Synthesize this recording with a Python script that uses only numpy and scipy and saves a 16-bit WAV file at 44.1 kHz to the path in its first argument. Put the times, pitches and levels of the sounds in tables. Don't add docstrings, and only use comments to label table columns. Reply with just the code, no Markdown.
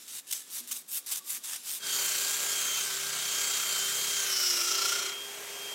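import sys
import numpy as np
from scipy import signal
from scipy.fft import rfft, irfft, next_fast_len
from scipy.io import wavfile
from scipy.ndimage import uniform_filter1d, map_coordinates

SR = 44100
rng = np.random.default_rng(int(sys.argv[2]) if len(sys.argv) > 2 else 0)


def log_audio(samples):
    frames = np.atleast_2d(samples).T
    limited = np.clip(frames, -1, 1)
    pcm = np.round(limited * 32767).astype(np.int16)
    wavfile.write(sys.argv[1], SR, pcm)


N = 253134
T = np.arange(N) / SR
GEARING = 12.57


def amp(db):
    return 10 ** (np.asarray(db) / 20)


def unit(x):
    return x / np.sqrt(np.mean(x ** 2) + 1e-20)


def along(points, hz):
    f, v = np.transpose(points)
    return np.interp(np.log(hz + 1), np.log(f + 1), v)


def curves(rows, t=T):
    s, *cols = np.transpose(rows)
    return [np.interp(t, s, c) for c in cols]


def gate(rows, fade):
    return np.clip(np.minimum(T - rows[0][0], rows[-1][0] - T) / fade, 0, 1)


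def swell(s, width, db):
    return db * np.exp(-((T - s) / width) ** 2)


def wobble(rate):
    return map_coordinates(rng.standard_normal(int(N * rate / SR) + 4), [T * rate])


def shaped(x, gain_db, patchy_db):
    hz, t, z = signal.stft(x, SR, nperseg=256)
    patches = uniform_filter1d(rng.standard_normal(z.shape), 3, 0)
    patches = uniform_filter1d(patches, 24, 1)
    gain = amp(gain_db(hz[:, None], t)) * np.ones(z.shape)
    gain = gain / np.sqrt(np.mean(gain ** 2, axis=0))
    z = z * gain * amp(patchy_db * unit(patches))
    return unit(signal.istft(z, SR, nperseg=256)[1][:N])


def coloured(x, response):
    m = next_fast_len(N + 8192)
    return irfft(rfft(x, m) * response(np.fft.rfftfreq(m, 1 / SR)), m)[:N]


def grit(spread_db):
    return unit(rng.standard_normal(N) * amp(spread_db * wobble(900)))


def tone(hz, blur_hz):
    trembling_hz = hz + blur_hz * wobble(60)
    phase = 2 * np.pi * np.cumsum(trembling_hz) / SR
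    return np.sqrt(2) * np.sin(phase + rng.uniform(0, 2 * np.pi))


# start_s, end_s, starting_level_db, loudest_s, loudest_level_db,
# closing_level_db, brightness_db, sleeve_rustle_after_db
HAND_STROKES = [(.075, .197, -44.5, .17, -38, -40, -4.5, -58.5),
                (0.266, .421, -49, .35, -36, -46.5, -2.5, -53),
                (.501, .605, -44.5, .57, -35, -40.5, 1.5, -50), (0.67, 0.817, -45, .77, -37, -52, -.5, -60),
                (0.877, .988, -47.5, .93, -34, -33.5, 6.5, -54),
                (1.06, 1.184, -39.5, 1.11, -37, -36.5, -1.5, -54.5),
                (1.237, 1.378, -53, 1.3, -34.5, -37.5, 2, -50.5),
                (1.433, 1.564, -39.5, 1.55, -36, -36.5, -4.5, -46),
                (1.63, 1.779, -53, 1.68, -35.5, -37, 1, -50)]
# start_s, length_s, level_db
PAD_CATCHES = [(0.307, 0.011, -34.5), (0.323, 0.013, -29.5), (.5, .004, -38), (0.711, 0.021, -34.5),
               (0.97, 0.015, -43), (1.11, 0.029, -35.5), (1.156, 0.0075, -38)]
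# pitch_hz, relative_level_db (per Hz)
PAD_COLOUR = [(410, -31.5), (700, -25), (1180, -18), (1840, -17), (2990, -9), (3780, -4.5), (4140, -8.5),
              (7850, -2), (13800, -5), (15900, -12.5)]
RASP_DB, RASP_GROWS_DB_PER_S, RASP_PER_BRIGHTNESS = 0, 2.5, -0.33
FIRST_RUSTLE_DB, SLEEVE_ENDS_S = -49.5, 1.85


def scrubbing():
    _, end, _, top, _, _, bright_db, rustle_db = np.transpose(HAND_STROKES)

    def colour(hz, t):
        high = np.clip(np.log2((hz + 1) / 7000), 0, 1)
        low = np.clip(np.log2(3500 / (hz + 1)), 0, 1)
        bright = np.interp(t, top, bright_db)
        rasp_db = RASP_DB + RASP_GROWS_DB_PER_S * t + RASP_PER_BRIGHTNESS * bright
        return along(PAD_COLOUR, hz) + high * bright + low * rasp_db

    def cloth(hz, t):
        return along(PAD_COLOUR, hz) - 3 * np.log2(np.maximum(hz, 1500) / 4000)

    level = np.zeros(N)
    for start_s, end_s, start_db, top_s, top_db, close_db, _, _ in HAND_STROKES:
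        pressure = amp(np.interp(T, (start_s, top_s, end_s), (start_db, top_db, close_db)))
        onset = np.clip((T - start_s) / 0.0055, 0, 1)
        release = amp(-60 * np.maximum(T - end_s, 0) / 0.068)
        level += pressure * onset * release
    level = level * amp(0.72 * wobble(69.7))
    for s, length, db in PAD_CATCHES:
        catch = np.clip(np.minimum((T - s) / 0.0041, (s + length - T) / 0.0011), 0, 1)
        level = level + amp(db) * catch

    sleeve_db = np.interp(T, np.r_[0, end + .04], np.r_[FIRST_RUSTLE_DB, rustle_db])
    rustle = amp(sleeve_db + 1.3 * wobble(40.8)) * np.clip((SLEEVE_ENDS_S - T) / 0.057, 0, 1)
    rasp = level * shaped(grit(2.1), colour, patchy_db=1.9)
    return rasp + rustle * shaped(grit(1.2), cloth, patchy_db=1.2)


# time_s, rotor_hz (turns per second), whine_db (8th order, before a tremble)
ROTOR_SPEED = [(1.78, 405.6, -43), (1.9, 400.2, -42), (2.1, 393, -43), (2.25, 402.2, -47.5),
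               (2.45, 407, -45.5), (2.75, 394.2, -38), (2.92, 386, -51), (3.08, 397.6, -51),
               (3.3, 401, -42), (3.6, 402.9, -40.5), (3.78, 389.1, -38.5), (4.06, 402.3, -41),
               (4.2, 394.3, -40.5), (4.45, 368.5, -44.5), (4.63, 347.7, -47.5), (4.78, 360.4, -45.5),
               (4.95, 375.4, -48), (5.2, 366, -50)]
# time_s, hiss_db (before a 1.5 dB boost and the throb), bright_resonance_hz
WIRE_BRUSH = [(1.78, -42, 6700), (1.94, -31.5, 6890), (2.3, -32, 7200), (2.6, -33, 7300),
              (2.85, -33.5, 6070), (3.04, -36, 6500), (3.5, -32.5, 7300), (4.05, -32.5, 6850),
              (4.28, -32, 6290), (4.34, -30.5, 5430), (4.47, -27.5, 5470), (4.62, -31, 5480),
              (4.9, -32, 5600), (5.08, -39, 5784), (5.17, -46, 5810)]
# pitch_hz, relative_level_db (per Hz)
BRISTLE_COLOUR = [(60, -73), (200, -18.5), (500, -10.5), (850, -13), (1250, -6.5), (1800, -7), (2200, -6),
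                  (3600, -2.5), (5300, -3.5), (6300, -1.5), (7500, -0.5), (9200, -7), (11200, -8.5),
                  (12800, -9), (15900, -12)]
# pitch_hz, width_hz, relative_level_db
PIPE_AIR = [(1377, 140, 0), (2150, 230, -3)]
# multiple (of the chuck's turning rate), level_db (over the shake level, before a tremble)
CHUCK_ORDERS = [(3, -18), (4, -3), (5, 0), (6, -2)]
# multiple (of rotor_hz), level_db (over the whine, before a tremble)
HIGH_ROTOR_ORDERS = [(16, -9), (21, -12)]
MESH_OVERTONES = {2: (-7.5, 60), 4: (-0.5, 160), 5: (-7, 210)}
# time_s, width_s, mesh_gain_db, third_overtone_gain_db
GEAR_RATTLES = [(2.03, .27, 4, 9.5), (3.55, .35, -2, 5.5), (4.86, .34, 16.5, 9)]
# time_s, width_s, gain_db
CHUCK_SHUDDERS = [(3.1, 0.23, 8), (3.9, .3, 5), (4.9, .4, -8)]
MESH = 3.77
PRESS_AT = 4.891
FADE_IN_S, RISE_DB_PER_S, FADE_OUT_S, FALL_DB_PER_S = 1.87, 110, 5.07, 130
HUM_DB, HUM_GROWS_DB_PER_S = -58, 1.6
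FOURTH_DB, MESH_DB, THIRD_DB = -53, -57.5, -53
LIFT_DB, LIFT_PER_DB, DEEP_S, DEEP_LIFT_DB, DEEP_FALLS_DB_PER_S = 3, 1.1, 4.31, 8, 4
TREBLE_DB, TREBLE_PER_DB, TREBLE_FALLS_DB_PER_S = 3, 0.67, 1.4
DRONE_DB, DRONE_GROWS_DB_PER_S = -50, 2
SHAKE_DB = -71


def loaded_drill():
    hz, whine_db = curves(ROTOR_SPEED)
    hiss_db, _ = curves(WIRE_BRUSH)
    since = T - FADE_IN_S
    fade = amp(RISE_DB_PER_S * np.minimum(since, 0) - FALL_DB_PER_S * np.maximum(T - FADE_OUT_S, 0))
    turn = 2 * np.pi * np.cumsum(hz / GEARING) / SR
    press = np.cos(turn - turn[round(PRESS_AT * SR)] + .25 * wobble(9.5))
    bite = unit(amp(9.9 * press))

    def colour(f, t):
        level_db, centre_hz = curves(WIRE_BRUSH, t)
        force_db = np.maximum(level_db + 33, -4)
        deep = np.clip((t - DEEP_S) / .03, 0, 1)
        deep_db = (DEEP_LIFT_DB - DEEP_FALLS_DB_PER_S * (t - DEEP_S)) * deep
        lift_db = LIFT_DB + LIFT_PER_DB * force_db + deep_db
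        resonance = np.exp(-((f - centre_hz) / 650) ** 2)
        treble_db = TREBLE_DB + TREBLE_PER_DB * force_db - TREBLE_FALLS_DB_PER_S * (t - FADE_IN_S)
        high = np.clip(np.log2((f + 1) / 7000), 0, 1)
        return along(BRISTLE_COLOUR, f) + lift_db * resonance + treble_db * high

    def column(f):
        return sum(amp(db) * 1j * f * w / (c * c - f * f + 1j * f * w) for c, w, db in PIPE_AIR)

    throb_db = (0.7 + swell(GEAR_RATTLES[-1][0], .3, 1.2)) * press
    hiss = amp(hiss_db + 1.5 + throb_db) * shaped(grit(1.18), colour, patchy_db=1.6)
    drone_db = DRONE_DB + DRONE_GROWS_DB_PER_S * since + 1.4 * wobble(3.14) + 2.6 * press
    drone = amp(drone_db) * unit(coloured(grit(1.0), column))

    hum_db = HUM_DB + HUM_GROWS_DB_PER_S * since + 1.4 * wobble(5)
    fourth_db = FOURTH_DB + 3.2 * wobble(12) + 8 * np.minimum(since - .3, 0)
    tones = amp(hum_db) * tone(hz, 1.83) + amp(fourth_db) * tone(4 * hz, 16.1)
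    tones += amp(whine_db + 1.3 * wobble(30.08)) * tone(8 * hz, 9.18)
    for k, db in HIGH_ROTOR_ORDERS:
        tones += amp(whine_db + db + 2.94 * wobble(6)) * tone(k * hz, 23.45)
    shake_db = SHAKE_DB + sum(swell(*row) for row in CHUCK_SHUDDERS)
    for k, db in CHUCK_ORDERS:
        tones += amp(shake_db + db + 1.8 * wobble(5)) * tone(k * hz / GEARING, 1.2)

    mesh_db = MESH_DB + sum(swell(s, width, db) for s, width, db, _ in GEAR_RATTLES) + 1.2 * wobble(25)
    third_db = THIRD_DB + sum(swell(s, width, db) for s, width, _, db in GEAR_RATTLES)
    gears = amp(mesh_db + 2.6 * wobble(90)) * tone(MESH * hz, 13.9)
    gears += amp(third_db + 1.8 * wobble(250)) * tone(3 * MESH * hz, 35)
    for k, (db, blur_hz) in MESH_OVERTONES.items():
        gears += amp(third_db + db + 3.5 * wobble(200)) * tone(k * MESH * hz, blur_hz)
    machine = drone + tones + bite * gears
    return gate(WIRE_BRUSH, 0.077) * hiss + gate(ROTOR_SPEED, 0.04) * fade * machine


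# time_s, rotor_hz (turns per second), noise_db (before a throb), hum_db, whine_db (8th order)
STEADY_SPEED = [(4.5, 402, -62, -68, -56), (4.75, 400.3, -42, -49.5, -42.5), (5.2, 403.3, -42, -55, -41),
                (5.42, 405.6, -41.5, -55, -57.5), (5.6, 402, -41, -53, -45), (5.74, 399.5, -41, -57, -41)]
# multiple (of rotor_hz), level_db (before the fade-in, a tremble and a throb)
STEADY_TONES = [(1 / GEARING * 2, -75), (4, -62), (21, -62), (31, -57)]
# pitch_hz, relative_level_db (per Hz)
WHIRR_COLOUR = [(40, -44), (130, -20), (250, -22.5), (350, -12), (570, -8.5), (730, -10.5), (1600, -11),
                (2500, -7.5), (4200, -13), (6600, -9.5), (8500, -12.5), (10500, -17), (12700, -17.5),
                (15900, -22)]


def steady_drill():
    hz, noise_db, hum_db, whine_db = curves(STEADY_SPEED)
    start_s = STEADY_SPEED[0][0]
    throb = 0.5 * np.cos(2 * np.pi * np.cumsum(hz / GEARING) / SR)
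    patchy_noise = shaped(grit(0.79), lambda f, t: 0, patchy_db=1.0)
    whirr = unit(coloured(patchy_noise, lambda f: amp(along(WHIRR_COLOUR, f))))
    orders = np.zeros(N)
    for k, db in STEADY_TONES:
        orders += amp(db + 3.4 * wobble(25) + 2.9 * throb) * tone(k * hz, 2.6 * k)
    entry = np.clip((T - start_s) / .7, 0, 1) ** 2
    lines = amp(hum_db) * tone(hz, 1.14) + amp(whine_db) * tone(8 * hz, 4.99)
    return (T > start_s) * (amp(noise_db + throb) * whirr + lines) + entry * orders


# start_s, end_s, pitch_hz, level_db
FAINT_SQUEALS = [(.2, .52, 1740, -69), (1.0, 1.45, 1160, -67.5)]


def squeals():
    out = np.zeros(N)
    for start, end, hz, db in FAINT_SQUEALS:
        swelling = np.sin(np.pi * np.clip((T - start) / (end - start), 0, 1)) ** .25
        out += amp(db + 3 * wobble(60)) * swelling * tone(hz, 30)
    return out


# time_s, level_db (scales the ringing below)
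PIPE_KNOCKS = [(.6, -52.5)]
# pitch_hz, relative_level_db (before a random change), fall_by_60_db_s
VICE_RINGING = [(242, -7, 0.92), (390, -2, 0.069), (326, -7, 0.093)]


def knocks():
    out, t = np.zeros(N + SR), T[:SR // 2]
    for s, db in PIPE_KNOCKS:
        ring = np.zeros(len(t))
        for hz, level, t60 in VICE_RINGING:
            ring_db = level + rng.normal(0, 0.97) - 60 * t / t60
            ring += amp(ring_db) * np.sin(2 * np.pi * hz * t)
        onset = 1 - np.exp(-t / 0.0032)
        out[round(s * SR):][:len(t)] += amp(db) * ring * onset
    return out[:N]


# pitch_hz, relative_level_db (per Hz)
ROOM_COLOUR = [(24, -63), (40, -31), (249, 2.5), (938, -8), (2140, -6.5), (2900, -12), (7130, -5.5),
               (14400, -12.5), (15900, -9.5)]


def room_tone():
    noise = coloured(rng.standard_normal(N), lambda f: amp(along(ROOM_COLOUR, f)))
    return amp(-59 + 0.75 * wobble(3.9)) * unit(noise)


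def scene():
    mono = scrubbing() + loaded_drill() + steady_drill() + squeals() + knocks() + room_tone()
    return np.array([mono, mono])


TOP_HZ = 15830


def record(dry):
    def microphone(hz):
        return (hz < TOP_HZ) / np.sqrt(1 + (75 / (hz + 1)) ** 6)
    return np.array([coloured(x, microphone) for x in dry])


dry = scene()
out = record(dry)
log_audio(out)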